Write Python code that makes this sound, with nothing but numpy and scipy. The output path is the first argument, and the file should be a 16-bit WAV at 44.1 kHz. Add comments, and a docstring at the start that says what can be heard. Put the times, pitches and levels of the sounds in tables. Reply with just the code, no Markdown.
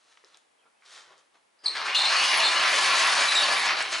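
"""Sheet-metal workshop: a man steps and scuffs over gritty concrete, then pulls a steel floor jack closer.
Its axles stick and slip in short squeals. The wheels chatter, crush grit and drone in the slab,
shaking the ringing frame, dry bearings and loose handle. The metal walls echo.
Outside, a bird calls faintly over quiet air."""
import sys
import numpy as np
from scipy import signal
from scipy.fft import rfft, irfft, next_fast_len
from scipy.io import wavfile
from scipy.ndimage import uniform_filter1d, minimum_filter1d, map_coordinates

SR = 44100
rng = np.random.default_rng(int(sys.argv[2]) if len(sys.argv) > 2 else 0)


def wrap_up_sound(samples):
    """Save the sound to the file named by the first command line argument, as 16-bit audio."""
    columns = np.atleast_2d(samples).T
    # keep every value between -1 and 1, then stretch to whole-number steps
    tamed = np.clip(columns, -1, 1)
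    steps = np.round(tamed * 32767).astype(np.int16)
    wavfile.write(sys.argv[1], SR, steps)


N = 176400
TIME_S = np.arange(N) / SR


def rolling():
    """Steel wheels chatter, crush grit and thud on concrete; frame modes swell as the load shifts."""
    # time_s, chatter_db, grit_db
    roll_levels = [(1.57, -76.5, -97), (1.632, -67, -86), (1.64, -56, -52), (1.66, -44.5, -50),
                   (1.70, -45.5, -53), (1.745, -42, -47), (1.755, -31.5, -40.5), (1.84, -35.5, -53),
                   (1.86, -32.5, -39), (1.94, -34.5, -52), (1.95, -34, -33.5), (2.07, -29.5, -38.5),
                   (2.12, -25, -34), (2.25, -24, -30.5), (2.36, -23, -34), (2.45, -27.5, -36),
                   (2.66, -24.5, -35.5), (2.86, -25.5, -28.5), (2.92, -23.5, -35), (3.0, -26, -26.5),
                   (3.05, -22.5, -34), (3.16, -29, -31), (3.22, -22, -32), (3.28, -29.5, -34),
                   (3.38, -27.5, -32.5), (3.55, -27.5, -36.5), (3.64, -29, -39), (3.66, -25, -37),
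                   (3.71, -25.5, -48), (3.745, -32, -48), (3.81, -28, -37), (3.865, -35.5, -56),
                   (3.917, -35, -38), (3.927, -29, -33), (3.955, -29.5, -41.5), (4.0, -40, -43.5)]
    # frame ring relative to chatter: time_s, gain_db
    ring_levels = [(1.64, -8), (2.3, -8.5), (2.6, -3), (2.9, -3.5), (3.7, -3), (4.0, -6)]
    # freq_hz, width_hz, gain_db
    frame_modes = [(576, 60, -7), (770, 20, -7), (1064, 26, 9), (1140, 55, 6), (1366, 25, 0), (1722, 26, 8),
                   (1905, 36, 4.5), (2168, 70, 1.5), (2304, 45, 2), (5042, 50, -4), (6250, 38, -6)]
    # spectra: freq_hz, gain_db
    chassis_spectrum = [(40, -69), (120, -45), (190, -26), (260, -26), (350, -13.5), (480, -16.5),
                        (640, -3), (705, -7), (780, -1.5), (1000, -3), (1180, -1), (1550, -0.5),
                        (2300, -0.5), (2600, -1.5), (3300, -5), (4400, -4), (5600, -11.5), (7500, -49),
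                        (11000, -44)]
    grit_spectrum = [(500, -28), (2500, 3.5), (5000, 3), (6400, 2), (7200, -2.5), (9000, -5.5),
                     (10300, -10), (11000, -16)]
    thud_spectrum = [(15, -6.5), (35, 4.5), (70, -8), (130, 15), (300, -94), (1000, -70)]
    chatter_gain, grit_gain = levels(roll_levels)
    ring_gain, = levels(ring_levels)
    contacts_per_s, contact_spread_db = 3000, 3.5
    jolts = amp(wobble(per_s=70))
    blows = impacts(contacts_per_s, contact_spread_db) * jolts
    body = amp(1.5) * patchy(coloured(blows, chassis_spectrum))
    shake = impacts(contacts_per_s, contact_spread_db) * jolts
    modes = sum(amp(db + 1.5 * wobble(per_s=7)) * ringing(shake, [(hz, width_hz, 0)])
                for hz, width_hz, db in frame_modes)
    frame = ring_gain * unit(modes)
    bumps = impacts(per_s=120, spread_db=4) * amp(5 * wobble(per_s=12))
    thuds = amp(-60) * coloured(bumps, thud_spectrum)
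    cracks = impacts(per_s=2500, spread_db=-0.5) * jolts * amp(wobble(per_s=22))
    grit = amp(2) * patchy(coloured(cracks, grit_spectrum))
    return chatter_gain * (body + frame + thuds) + grit_gain * grit


def patchy(x, depth_db=2.1):
    """Colour shifts in short patches as the wheels meet rougher and smoother concrete."""
    spectra = signal.stft(x, nperseg=512)[2]
    patches = uniform_filter1d(rng.standard_normal(spectra.shape), size=7, axis=0)
    patches = uniform_filter1d(patches, size=10, axis=1)
    return unit(signal.istft(spectra * amp(depth_db * unit(patches)), nperseg=512)[1][:N])


def squeals():
    """Dry axles stick and slip: a wavering tone and a rasp at one pitch, each with a weak octave. The 2875 Hz
    row at 1.946 s is the loose handle's tonal clink."""
    # start_s, length_s, pitch_hz, level_db
    slips = [(1.588, 0.05, 4940, -66.5), (1.641, .013, 4780, -39), (1.657, .015, 4310, -21.5),
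             (1.679, 0.0056, 4195, -21.5), (1.685, 0.024, 4270, -35.5), (1.946, 0.013, 2875, -23.5),
             (1.945, 0.013, 3480, -24.5), (1.953, 0.068, 4156, -25), (1.957, 0.11, 3670, -27.5),
             (2.052, .012, 4205, -18.5), (2.066, 0.044, 4170, -29.5), (2.16, 0.054, 4480, -28),
             (2.425, 0.044, 4165, -23.5), (2.43, .06, 3634, -27.5), (3.28, 0.044, 3980, -26),
             (3.347, 0.024, 7530, -30.5), (3.352, 0.059, 3760, -22.5), (3.429, 0.013, 4510, -23.5)]
    edge_s, octave_db, rasp_db = 0.0027, -19.5, -4
    tone_waver, rasp_waver = 0.022, 0.055  # shares of the pitch
    out = np.zeros(N)
    for waver, share_db in ((tone_waver, 0), (rasp_waver, rasp_db)):
        drift = wobble(per_s=810)
        grip = unit(amp(3.5 * wobble(per_s=280)))
        for start_s, length_s, pitch_hz, level_db in slips:
            end_s = start_s + length_s + edge_s
            span = np.flatnonzero((TIME_S > start_s) & (TIME_S < end_s))
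            shifted = span - rng.integers(SR)  # own stretch of drift and grip
            gate = np.clip(np.minimum(TIME_S[span] - start_s, end_s - TIME_S[span]) / edge_s, 0, 1)
            hz = pitch_hz * (1 + waver * drift[shifted])
            phase = 2 * np.pi * (rng.random() + np.cumsum(hz) / SR)
            tone = np.sin(phase) + amp(octave_db) * np.sin(2 * phase)
            out[span] += amp(level_db + share_db) * gate * unit(grip[shifted] * tone)
    return out / np.hypot(1, amp(rasp_db))


def clacks():
    """The jack knocks on the floor and cracks grit."""
    # start_s, peak_db, centre_hz, width_octaves, t60_s
    knocks = [(1.637, -45, 3500, 1.2, .012), (1.947, -15, 3740, .3, .06), (2.403, -14, 3000, 0.54, 0.015),
              (3.023, -25, 7100, 0.17, .012), (3.431, -13, 3300, 0.43, 0.02),
              (3.825, -23, 7960, 0.24, 0.019), (3.927, -26, 1800, 0.96, 0.022)]
    return clicks(knocks)


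def handle():
    """The loose handle clinks in its socket."""
    # time_s, level_db
    rattle_levels = [(1.72, -65), (1.79, -42), (1.93, -43), (1.95, -35), (2.4, -33), (2.72, -32.5),
                     (2.82, -48), (4.0, -54)]
    # freq_hz, width_hz, gain_db
    handle_modes = [(2882, 45, 14), (4570, 96, -2)]
    gain, = levels(rattle_levels)
    return gain * ringing(impacts(per_s=700, spread_db=3), handle_modes)


def bearings():
    """Dry bearing balls jingle in high spurts, each pitch flaring on its own."""
    # time_s, level_db
    jingle_levels = [(1.94, -51), (2.14, -60), (2.19, -44.5), (2.38, -40), (2.44, -49), (2.56, -68),
                     (2.72, -45), (3.06, -42.5), (3.16, -47), (3.36, -45), (3.6, -45.5), (3.7, -70),
                     (4.0, -57)]
    # freq_hz, width_hz, gain_db
    ball_modes = [(9650, 260, -3), (10000, 200, 0), (10270, 180, 1), (10520, 180, -1)]
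    gain, = levels(jingle_levels)
    jingle = np.zeros(N)
    for hz, width_hz, db in ball_modes:
        spurts = amp(db + 5 * wobble(per_s=30))
        jingle += spurts * ringing(impacts(per_s=450, spread_db=3), [(hz, width_hz, 0)])
    return gain * unit(jingle)


def growl():
    """Loaded wheels drone in the concrete even at a crawl."""
    # time_s, level_db
    growl_levels = [(1.63, -61.5), (1.70, -58), (1.9, -54.5), (2.1, -60), (2.6, -54.5), (2.9, -53),
                    (3.5, -54), (3.94, -54.5), (4.0, -50)]
    # applied twice: freq_hz, width_hz, gain_db
    slab_modes = [(125.7, 26, -7), (195, 48, -8), (344, 110, -4), (403, 96, -2)]
    gain, = levels(growl_levels)
    slab = ringing(impacts(per_s=840, spread_db=2.5), slab_modes)
    return gain * ringing(slab, slab_modes)


def scuffs():
    """Soles drag sand over the floor; each stroke rises and falls 20 dB in its given times."""
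    # peak_s, rise_s, fall_s, level_db, treble_db_per_octave
    strokes = [(.12, 0.26, 0.19, -61.5, 4.5), (.27, 0.059, 0.099, -64.5, 5),
               (.355, 0.075, 0.042, -59.5, 0.5), (.67, 0.12, 0.04, -65, -9), (.86, 0.034, 0.094, -57.5, 4),
               (.92, 0.047, 0.096, -51, 6.5), (.975, 0.11, 0.13, -49, 3), (1.12, 0.11, 0.12, -57.5, -5.5),
               (1.19, .03, 0.048, -63, 8), (1.355, .04, 0.062, -61, -1.5)]
    # freq_hz, gain_db
    sole_spectrum = [(40, -40), (75, -30), (120, -16), (200, -15), (400, -1.5), (1400, 5), (2500, -2),
                     (3800, 0), (6500, -9), (11000, -23.5)]
    sand = coloured(impacts(per_s=6300, spread_db=6), sole_spectrum)
    out = np.zeros(N)
    for peak_s, rise_s, fall_s, level_db, tilt_db in strokes:
        stroke = unit(filtered(sand, lambda hz: amp(tilt_db * np.log2(1 + hz / 1000))))
        fade_db = 20 * np.maximum((peak_s - TIME_S) / rise_s, (TIME_S - peak_s) / fall_s)
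        out += stroke * amp(level_db - fade_db)
    return out


def steps():
    """Heels land and single grains snap."""
    # start_s, peak_db, centre_hz, width_octaves, t60_s
    taps = [(0.126, -45, 2490, 0.6, 0.0051), (.173, -42, 1940, 0.88, 0.021), (.240, -46, 1280, 0.75, 0.014),
            (0.239, -52, 460, 0.4, 0.18), (.246, -44, 4140, 0.47, 0.0069),
            (0.345, -42.5, 3820, 0.47, 0.017), (0.372, -39, 6000, 1.2, 0.0083),
            (0.656, -60, 1000, 0.4, 0.17), (0.822, -49.5, 1600, .8, 0.26), (.962, -35, 3800, 0.79, .005),
            (1.079, -79, 119, 0.27, 0.41), (1.18, -46, 3000, 1.2, 0.0066)]
    return clicks(taps)


def bird(waver=0.026):
    """A distant bird whistles a few gliding notes."""
    # start_s, length_s, first_hz, last_hz, rms_db
    whistles = [(0.572, 0.065, 3100, 3240, -73.5), (0.614, 0.039, 2800, 2140, -75),
                (0.649, 0.041, 1420, 1300, -70), (.735, 0.067, 2560, 2600, -81),
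                (.77, 0.055, 2950, 3400, -79)]
    out = np.zeros(N)
    for start_s, length_s, first_hz, last_hz, rms_db in whistles:
        progress = np.clip((TIME_S - start_s) / length_s, 0, 1)
        hz = (first_hz + (last_hz - first_hz) * progress) * (1 + waver * wobble(per_s=300))
        swell = 2 * amp(rms_db) * np.sin(np.pi * progress)
        out += swell * np.sin(2 * np.pi * np.cumsum(hz) / SR)
    return out


def wall_echoes(x, wet_db=-7, crossfades=12):
    """Metal walls echo in stereo; random tails crossfade as the source moves."""
    # freq_hz, t60_s
    decay_times = [(150, 0.25), (1000, 0.33), (4000, 0.38), (10000, 0.28)]
    # freq_hz, side_over_mid_db
    echo_width = [(40, -16), (150, -12), (450, -9), (1100, -0.5), (2000, -3), (4200, -8), (9000, -3)]
    wet = np.zeros((2, N))
    for k in range(crossfades + 1):
        hz, age_s, spectra = signal.stft(rng.standard_normal((2, SR // 3)), SR, nperseg=256)
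        decay = amp(-60 * age_s / along(decay_times, hz)[:, None])
        tail = signal.istft(spectra * decay, SR, nperseg=256)[1]
        tail /= np.linalg.norm(tail[0])
        share = np.sqrt(np.clip(1 - abs(np.arange(N) * crossfades / N - k), 0, 1))
        wet += signal.oaconvolve((x * share)[None], tail, axes=1)[:, :N]
    mid = x + amp(wet_db) * wet[0]
    side = amp(wet_db) * filtered(wet[1], lambda hz: amp(along(echo_width, hz)))
    return np.array([mid + side, mid - side]) / np.hypot(1, amp(wet_db))


def air():
    """Quiet outdoor air, widest in the low middle."""
    # freq_hz, gain_db
    air_spectrum = [(30, -26), (70, -15), (120, -19), (200, -7), (400, -3.5), (900, 0.5), (1500, -3.5),
                    (2200, -3), (4000, -8.5), (7000, -12), (11000, -11)]
    # freq_hz, side_over_mid_db
    air_width = [(100, -8), (400, 3.5), (1000, 2.5), (2500, -2), (5000, -5), (11000, -8)]
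    mid, side = (coloured(rng.standard_normal(N), air_spectrum) for _ in range(2))
    side = filtered(side, lambda hz: amp(along(air_width, hz)))
    return amp(-69) * np.array([mid + side, mid - side])


def clicks(rows):
    """Dead clicks: decaying, band-limited noise bursts."""
    out = np.zeros(N)
    for start_s, peak_db, centre_hz, width_octaves, t60_s in rows:
        decay = (TIME_S >= start_s) * amp(-60 * np.clip((TIME_S - start_s) / t60_s, 0, 3))
        burst = rng.standard_normal(N) * decay
        click = filtered(burst, lambda hz: 1 / (1 + (np.log2((hz + 1) / centre_hz) / width_octaves) ** 4))
        out += amp(peak_db) * click / abs(click).max()
    return out


def impacts(per_s, spread_db):
    """Random tiny blows of uneven size."""
    size = amp(spread_db * np.clip(rng.standard_normal(N), -2, 2))
    return (rng.random(N) < per_s / SR) * size * rng.choice([-1, 1], N)


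def ringing(x, modes):
    """x through parallel resonances, at rms 1."""
    def response(hz):
        return sum(amp(db) * 1j * hz * width_hz / (mode_hz ** 2 - hz ** 2 + 1j * hz * width_hz)
                   for mode_hz, width_hz, db in modes)
    return unit(filtered(x, response))


def coloured(x, spectrum):
    """x shaped by a spectrum, at rms 1."""
    return unit(filtered(x, lambda hz: amp(along(spectrum, hz))))


def filtered(x, response):
    """x through a frequency response."""
    size = next_fast_len(N + SR // 4)
    return irfft(rfft(x, size) * response(np.fft.rfftfreq(size, 1 / SR)), size)[..., :N]


def wobble(per_s):
    """Smooth curve through random knots."""
    return map_coordinates(rng.standard_normal(N // 8), [TIME_S * per_s], mode="wrap")


def levels(rows):
    """Gain per sample for each dB column, silent before the first row."""
    times_s, *columns_db = np.transpose(rows)
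    return [amp(np.interp(TIME_S, times_s, db)) * (TIME_S > times_s[0]) for db in columns_db]


def along(points, hz):
    """Interpolate on a log frequency axis."""
    knots_hz, values = np.transpose(points)
    return np.interp(np.log(hz + 1), np.log(knots_hz + 1), values)


def unit(x):
    """Scale to rms 1."""
    return x / np.sqrt(np.mean(x ** 2) + 1e-20)


def amp(db):
    """Decibels to gain."""
    return 10 ** (np.asarray(db) / 20)


def scene():
    """Jack, feet, bird and air at a close microphone pair."""
    # freq_hz, left_lead_rad
    phase_lead = [(80, 0.17), (450, 0.56), (1050, 0.071), (1800, 0), (4000, 0.31), (9000, 0.07)]
    pan_db = 0.35
    sources = rolling() + growl() + bearings() + handle() + squeals()
    sources = sources + scuffs() + steps() + clacks() + bird()
    room = wall_echoes(sources) + air()
    pair = filtered(room, lambda hz: np.exp(0.5j * np.outer([1, -1], along(phase_lead, hz))))
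    return pair * amp([[pan_db], [-pan_db]])


def record(dry):
    """Peak limiter, then a steep low-pass."""
    limit_db, hold_s, top_hz, edge_hz = -12, 0.0013, 11120, 150
    hold = int(hold_s * SR)
    needed_gain = np.minimum(1, amp(limit_db) / (abs(dry).max(axis=0) + 1e-9))
    limited = dry * uniform_filter1d(minimum_filter1d(needed_gain, hold), hold)
    return filtered(limited, lambda hz: np.clip((top_hz - hz) / edge_hz, 0, 1))


dry = scene()
out = record(dry)
wrap_up_sound(out)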